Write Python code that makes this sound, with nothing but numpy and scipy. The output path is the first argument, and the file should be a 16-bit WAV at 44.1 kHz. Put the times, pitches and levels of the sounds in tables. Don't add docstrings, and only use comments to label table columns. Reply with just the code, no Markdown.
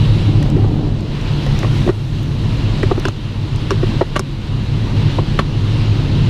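import sys
import numpy as np
from scipy import signal
from scipy.fft import rfft, irfft
from scipy.io import wavfile
from scipy.ndimage import uniform_filter1d

SR = 44100
rng = np.random.default_rng(int(sys.argv[2]) if len(sys.argv) > 2 else 0)


def unload_wav(signal):
    wavfile.write(
        sys.argv[1],
        SR,
        np.round(np.clip(np.atleast_2d(signal).T, -1, 1) * 32767).astype(np.int16),
    )


def volts(x):
    e = np.asarray(x, float) / 20
    return 10 ** e


N = 277389

# mode_hz, level_db, t60_s
SIZZLE = [(4700, 0, .005), (5400, 0, .006), (6200, -1, .005), (7200, -6, .004), (8100, -10, .004),
          (9100, -8, .005), (10600, -15, .003), (13000, -21, .003)]


def evened(x):
    return x / np.sqrt(np.mean(x ** 2) + 1e-20)


def add(mix, start_s, sound):
    part = mix[round(start_s * SR):][:len(sound)]
    part += sound[:len(part)]


def follow(rows):
    times_s, values = np.transpose(rows)
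    return np.interp(np.arange(N) / SR, times_s, values)


def stroke(start_s, rise_s, hold_s, fall_s):
    corners_s = start_s + np.cumsum([0, rise_s, hold_s, fall_s])
    return np.interp(np.arange(N) / SR, corners_s, [0, 1, 1, 0])


def wobble(ms):
    size = max(int(ms * SR / 1000), 2)
    smooth = uniform_filter1d(rng.standard_normal(N), size)
    return evened(uniform_filter1d(smooth, size))


def through(x, modes, top_hz=30000.):
    hz = np.fft.rfftfreq(len(x), 1 / SR)
    response = sum(volts(db) * 1j * hz * width / (f ** 2 - hz ** 2 + 1j * hz * width)
                   for f, width, db in modes)
    dulling = (1 + (hz / top_hz) ** 2) ** 2
    return irfft(rfft(x) * response / dulling, len(x))


def ducking_db():
    # start_s, depth_db
    ducks = [
        (1.895, 8),
        (2.92, 2.5),
        (3.088, 7.5),
        (3.73, 2),
        (4.019, 6.5),
        (4.2, 8),
        (5.2, 2.5),
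        (5.402, 4),
    ]
    clamp_s, recovery_db_per_s = 0.017, 10.
    dips = [db * stroke(s, clamp_s, 0, db / recovery_db_per_s) for s, db in ducks]
    return np.max(dips, axis=0)


def hiss(ducked_db, patchy_db=0.95, gusty_db=0.53):
    # freq_hz, level_db (per Hz)
    spectrum = [(400, -16), (600, -1.5), (1000, 0.5), (1600, -2.5), (2300, -3), (3000, -0.5), (4300, -4),
                (5000, -9.5), (6300, -16.5), (8000, -23.5), (9200, -25.5), (11000, -32), (15000, -39)]
    # centre_hz, width_hz, boost_db
    panels = [(700, 26, -9), (975, 54, 9.5), (2780, 220, 3), (3910, 450, 3)]
    # time_s, tilt_db_per_octave
    whisper = [(0, 1.5), (1.3, 0.5), (1.8, 4.5), (2.7, 1), (4.2, 1), (6.29, 0.3)]
    lull_db = 6.5 * stroke(start_s=0.19, rise_s=0.5, hold_s=0.35, fall_s=0.23)
    tilt_db_per_octave = 0.18 * (lull_db + ducked_db) + follow(whisper)

    frames, hz = N // 128 + 5, np.fft.rfftfreq(512, 1 / SR)
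    real, imaginary, patches = rng.standard_normal((frames, 257, 3)).T
    patches = uniform_filter1d(patches, size=8, axis=0)
    patches = evened(uniform_filter1d(patches, size=24, axis=1))
    f, db = np.transpose(spectrum)
    colour_db = np.interp(np.log(hz + 1), np.log(f + 1), db)
    colour_db = colour_db + sum(boost / (1 + (2 * (hz - centre) / width) ** 2)
                                for centre, width, boost in panels)
    octaves = np.log2(np.maximum(hz / 4500, 1))
    tilt_db = np.outer(octaves, np.resize(tilt_db_per_octave[::128], frames))
    bins = (real + 1j * imaginary) * volts(colour_db[:, None] + tilt_db + patchy_db * patches)
    rush = evened(signal.istft(bins, nperseg=512, noverlap=384)[1][:N])
    return rush * volts(2.5 + gusty_db * wobble(ms=56.0)) * volts(-lull_db)


def buffet(eddies, modes, over_db, top_hz, steady, ms):
    answer = evened(through(eddies, modes, top_hz))
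    power = uniform_filter1d(answer ** 2, max(int(ms * SR / 1000), 2))
    return evened(answer / (abs(power) + 0.2) ** (steady / 2)) * volts(over_db)


def fuselage_heave(eddies, swell_db):
    # mode_hz, width_hz, level_db
    flexing = [(36.3, 16, 6.5), (52.7, 52, 5)]
    return buffet(eddies, flexing, 14.5 + 0.31 * swell_db, top_hz=178.0, steady=0.58, ms=280.0)


def cabin_boom(eddies, gust_db):
    # mode_hz, width_hz, level_db
    cabin = [(106, 14.7, 1.5), (138.4, 10.6, 0.9)]
    return buffet(eddies, cabin, gust_db + 2.07, top_hz=415.0, steady=0.15, ms=72.0)


def shell_drumming(eddies, swell_db):
    # mode_hz, width_hz, level_db
    shell = [(206.8, 12.3, 10), (252, 52, 0.5), (305, 39, -1), (374, 23, -40), (450, 400, -15.5)]
    return buffet(eddies, shell, 7.5 + 0.15 * swell_db, top_hz=1330.0, steady=0.13, ms=46.0)


def airflow():
    # time_s, level_db (over the airflow)
    gusts = [(0, 21), (.35, 20), (.62, 20.5), (1., 11.5), (1.3, 14), (1.75, 18), (2., 19), (2.3, 19.5),
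             (2.65, 17), (3., 16), (3.3, 14), (3.65, 16), (4.1, 15.5), (4.5, 18), (5., 17.5), (5.5, 17.5),
             (5.9, 18), (6.29, 20.5)]
    full_gain_db, calm_db = -34., 21
    eddies, ducked_db, gust_db = rng.standard_normal(N), ducking_db(), follow(gusts)
    swell_db = gust_db - calm_db
    flow = hiss(ducked_db) + fuselage_heave(eddies, swell_db)
    flow = flow + cabin_boom(eddies, gust_db) + shell_drumming(eddies, swell_db)
    return flow * volts(full_gain_db - ducked_db)


def lever_slide(slips_per_s=910.0):
    # mode_hz, width_hz, level_db
    guide = [(296.6, 22.6, 0.5), (399, 22, -11), (517, 53, -22), (700, 50, -26), (743, 44, -20.5)]
    # time_s, extra_db
    jerks = [
        (.3, 11.3),
        (.444, 6),
        (.566, 5.8),
        (.746, 2.3),
        (.846, 3.3),
    ]
    jerk_s, drag_db = 0.035, -23
    slips = (rng.random(N) < slips_per_s / SR) * rng.standard_normal(N)
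    t = np.arange(N) / SR
    catches_db = sum(db * np.exp(-((t - s) / jerk_s) ** 2) for s, db in jerks)
    drag = volts(drag_db + catches_db) * stroke(start_s=0.21, rise_s=0.328, hold_s=.33, fall_s=0.054)
    return evened(through(slips, guide, top_hz=1530.0)) * drag


def plastic_ticks(width_hz=1600.0, decay_ms=1.0):
    # start_s, level_db, pitch_hz, top_db (of the ring above it)
    tick_list = [(0.428, -23, 6200, -59), (0.4586, -42, 6540, -52), (0.5008, -29, 6170, -64),
                 (0.6848, -38.5, 6360, -75), (1.008, -33, 6200, -62), (1.2126, -32, 6630, -65),
                 (1.4636, -27, 6370, -55), (1.59, -19, 5750, -52), (2.2315, -32, 6140, -42),
                 (2.9976, -25, 6050, -55), (3.5603, -27.5, 6200, -59)]
    out, t = np.zeros(N), np.arange(1024) / SR
    for s, db, hz, top_db in tick_list:
        puff = rng.standard_normal(1024) * np.exp(-1000 * t / decay_ms)
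        for level_db, centre_hz in ((db, hz), (top_db + 5, 13000)):
            tick = through(puff, [(centre_hz, width_hz, 0)])
            add(out, s, volts(level_db) * tick / abs(tick).max())
    return out


def ring(drive, modes, detune, crack_db=-7., crack_ms=3., crack_blur=.25):
    t, top_hz = np.arange(len(drive)) / SR, modes[-1][0]
    response = sum(volts(db - 60 * t / t60) * np.sin(2 * np.pi * f * d * t)
                   for (f, db, t60), d in zip(modes, detune))
    blurred = [(f, crack_blur * f, db) for f, db, _ in modes]
    splinters = evened(through(rng.standard_normal(len(t)), blurred, top_hz))
    splinters = splinters * np.exp(-1000 * t / crack_ms)
    contact = np.hanning(int(SR / top_hz) + 2)
    sound = signal.fftconvolve(np.convolve(drive, contact), response + volts(crack_db) * splinters)
    sound = sound[:len(drive)]
    return sound / abs(sound).max()


def knocks(blows, groups, answer, contacts_per_s, first, thud_ms):
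    # mode_hz, level_db, t60_s
    thud = [(320, -12, .024), (378, 0, .036), (445, -10, .024)]
    out, t = np.zeros(N), np.arange(4096) / SR
    for s, thud_db, clack_db, hard_db, rattle_ms in blows:
        chance, size = rng.random(4096), rng.standard_normal(4096)
        detune = rng.uniform(0.97, 1.025, 8)
        rattle = (chance < contacts_per_s / SR) * size * np.exp(-1000 * t / max(rattle_ms, .5))
        rattle[0] = first
        pressed = np.sin(np.pi * np.minimum(1000 * t / thud_ms, 1)) ** 2
        swing = pressed * np.sin(2 * np.pi * thud[1][0] * detune[1] * t)
        push = swing + 0.23 * pressed * size
        add(out, s, volts(thud_db - 3.5) * ring(push, thud, detune, crack_db=-36.))
        for (db, share), modes in zip(answer, groups):
            add(out, s, volts(clack_db + db + share * hard_db + 9) * ring(rattle, modes, detune))
    no_bass = signal.butter(N=2, Wn=230., btype="high", fs=SR, output="sos")
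    return signal.sosfilt(no_bass, out)


def padded_knocks():
    # start_s, thud_db, clack_db, hardness_db, rattle_ms
    blows = [(0.424, -23, -30, 1.5, 3.5), (0.563, -5.5, -41, 2, 6.3), (0.642, -9.5, -28.5, -18, 14),
             (1.464, -20, -24.5, -6, 5.9), (1.630, -9, -20, -7, 1.7), (1.644, -15, -22, -9, 3.6),
             (1.861, -6, -40, -23, 5), (1.875, -5, -19, -13, 6), (1.889, 3, -20.5, -4.5, 9.9),
             (2.831, -1, -18.5, 0, 3.6), (2.912, 0.5, -14.5, -14.5, 6.7), (2.975, -4.5, -25.5, -7, 4.1),
             (3.7135, -1.5, -21, -3, 3.8), (3.829, -2.5, -25.5, -4.5, 6.1), (4.01, 1, -14, -12, 7.6),
             (5.185, -3, -16.5, -10, 4.7)]
    # mode_hz, level_db, t60_s
    clack = [(540, -8, .012), (640, -5, 0.012), (760, -2, .016), (870, -2, 0.016), (1050, 1.5, 0.016),
             (1190, 1.5, .012)]
    snap = [(1350, 0.1, 0.011), (1560, -5, .01), (1900, 1, 0.016), (2380, -7, 0.0099), (2580, -6, 0.009),
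            (3130, -7, 0.01), (3760, -7, 0.011), (3900, -16, .008)]
    # over_clack_db, hardness_share
    answer = [(2.5, 0.15), (1.8, 1.2), (-14, 1.6)]
    return knocks(blows, (clack, snap, SIZZLE), answer, contacts_per_s=7600.0, first=0.38, thud_ms=6.9)


def latch_snaps():
    # start_s, thud_db, clack_db, hardness_db, rattle_ms
    blows = [
        (3.053, -4, -18, -6.5, 3),
        (3.084, -26, -23, 0, 2.2),
        (3.7065, -5.5, -18, -2.5, 6.1),
        (4.1575, -30, -29, -9, 1.6),
        (4.1625, -24, -13.5, -6, 6.6),
        (4.194, -10, -17.5, 3, 2.4),
        (5.3905, -5.5, -16.5, -9, 6.9),
    ]
    # mode_hz, level_db, t60_s
    clack = [(610, -5, 0.018), (820, -3, 0.018), (1030, 3, 0.026), (1150, 2.1, 0.018)]
    snap = [(1600, -2, .012), (1800, -2, .012), (2200, -5, .009), (2750, 0.1, .012), (3050, -1.5, .01),
            (3500, -1, .008), (4100, -2, .007)]
    # over_clack_db, hardness_share
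    answer = [(1.4, -0.15), (-2.5, -0.88), (-0.91, 1.1)]
    return knocks(blows, (clack, snap, SIZZLE), answer, contacts_per_s=6800.0, first=3.0, thud_ms=6.5)


def cockpit(x, wet_db, t60):
    t = np.arange(2048) / SR
    echoes = (rng.random(2048) < .15) * rng.standard_normal(2048)
    echoes = echoes * volts(-60 * t / t60) * (t > .0012)
    echoes = uniform_filter1d(echoes, size=3)
    return x + volts(wet_db) * signal.oaconvolve(x, echoes / np.linalg.norm(echoes))[:N]


def scene():
    hits = plastic_ticks() + padded_knocks() + latch_snaps()
    hits = cockpit(hits, wet_db=-14., t60=.035)
    return (airflow() + lever_slide() + hits)[None]


def top_cut(x):
    return signal.sosfilt(signal.butter(12, 15130, fs=SR, output="sos"), x)


def record(dry):
    held = dry / (1 + abs(dry / .95) ** 5) ** (1 / 5)
    edge = signal.firwin(255, 15050, window=("kaiser", 8), fs=SR)[None]
    return top_cut(signal.oaconvolve(held, edge, "same"))


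dry = scene()
out = record(dry)
unload_wav(out)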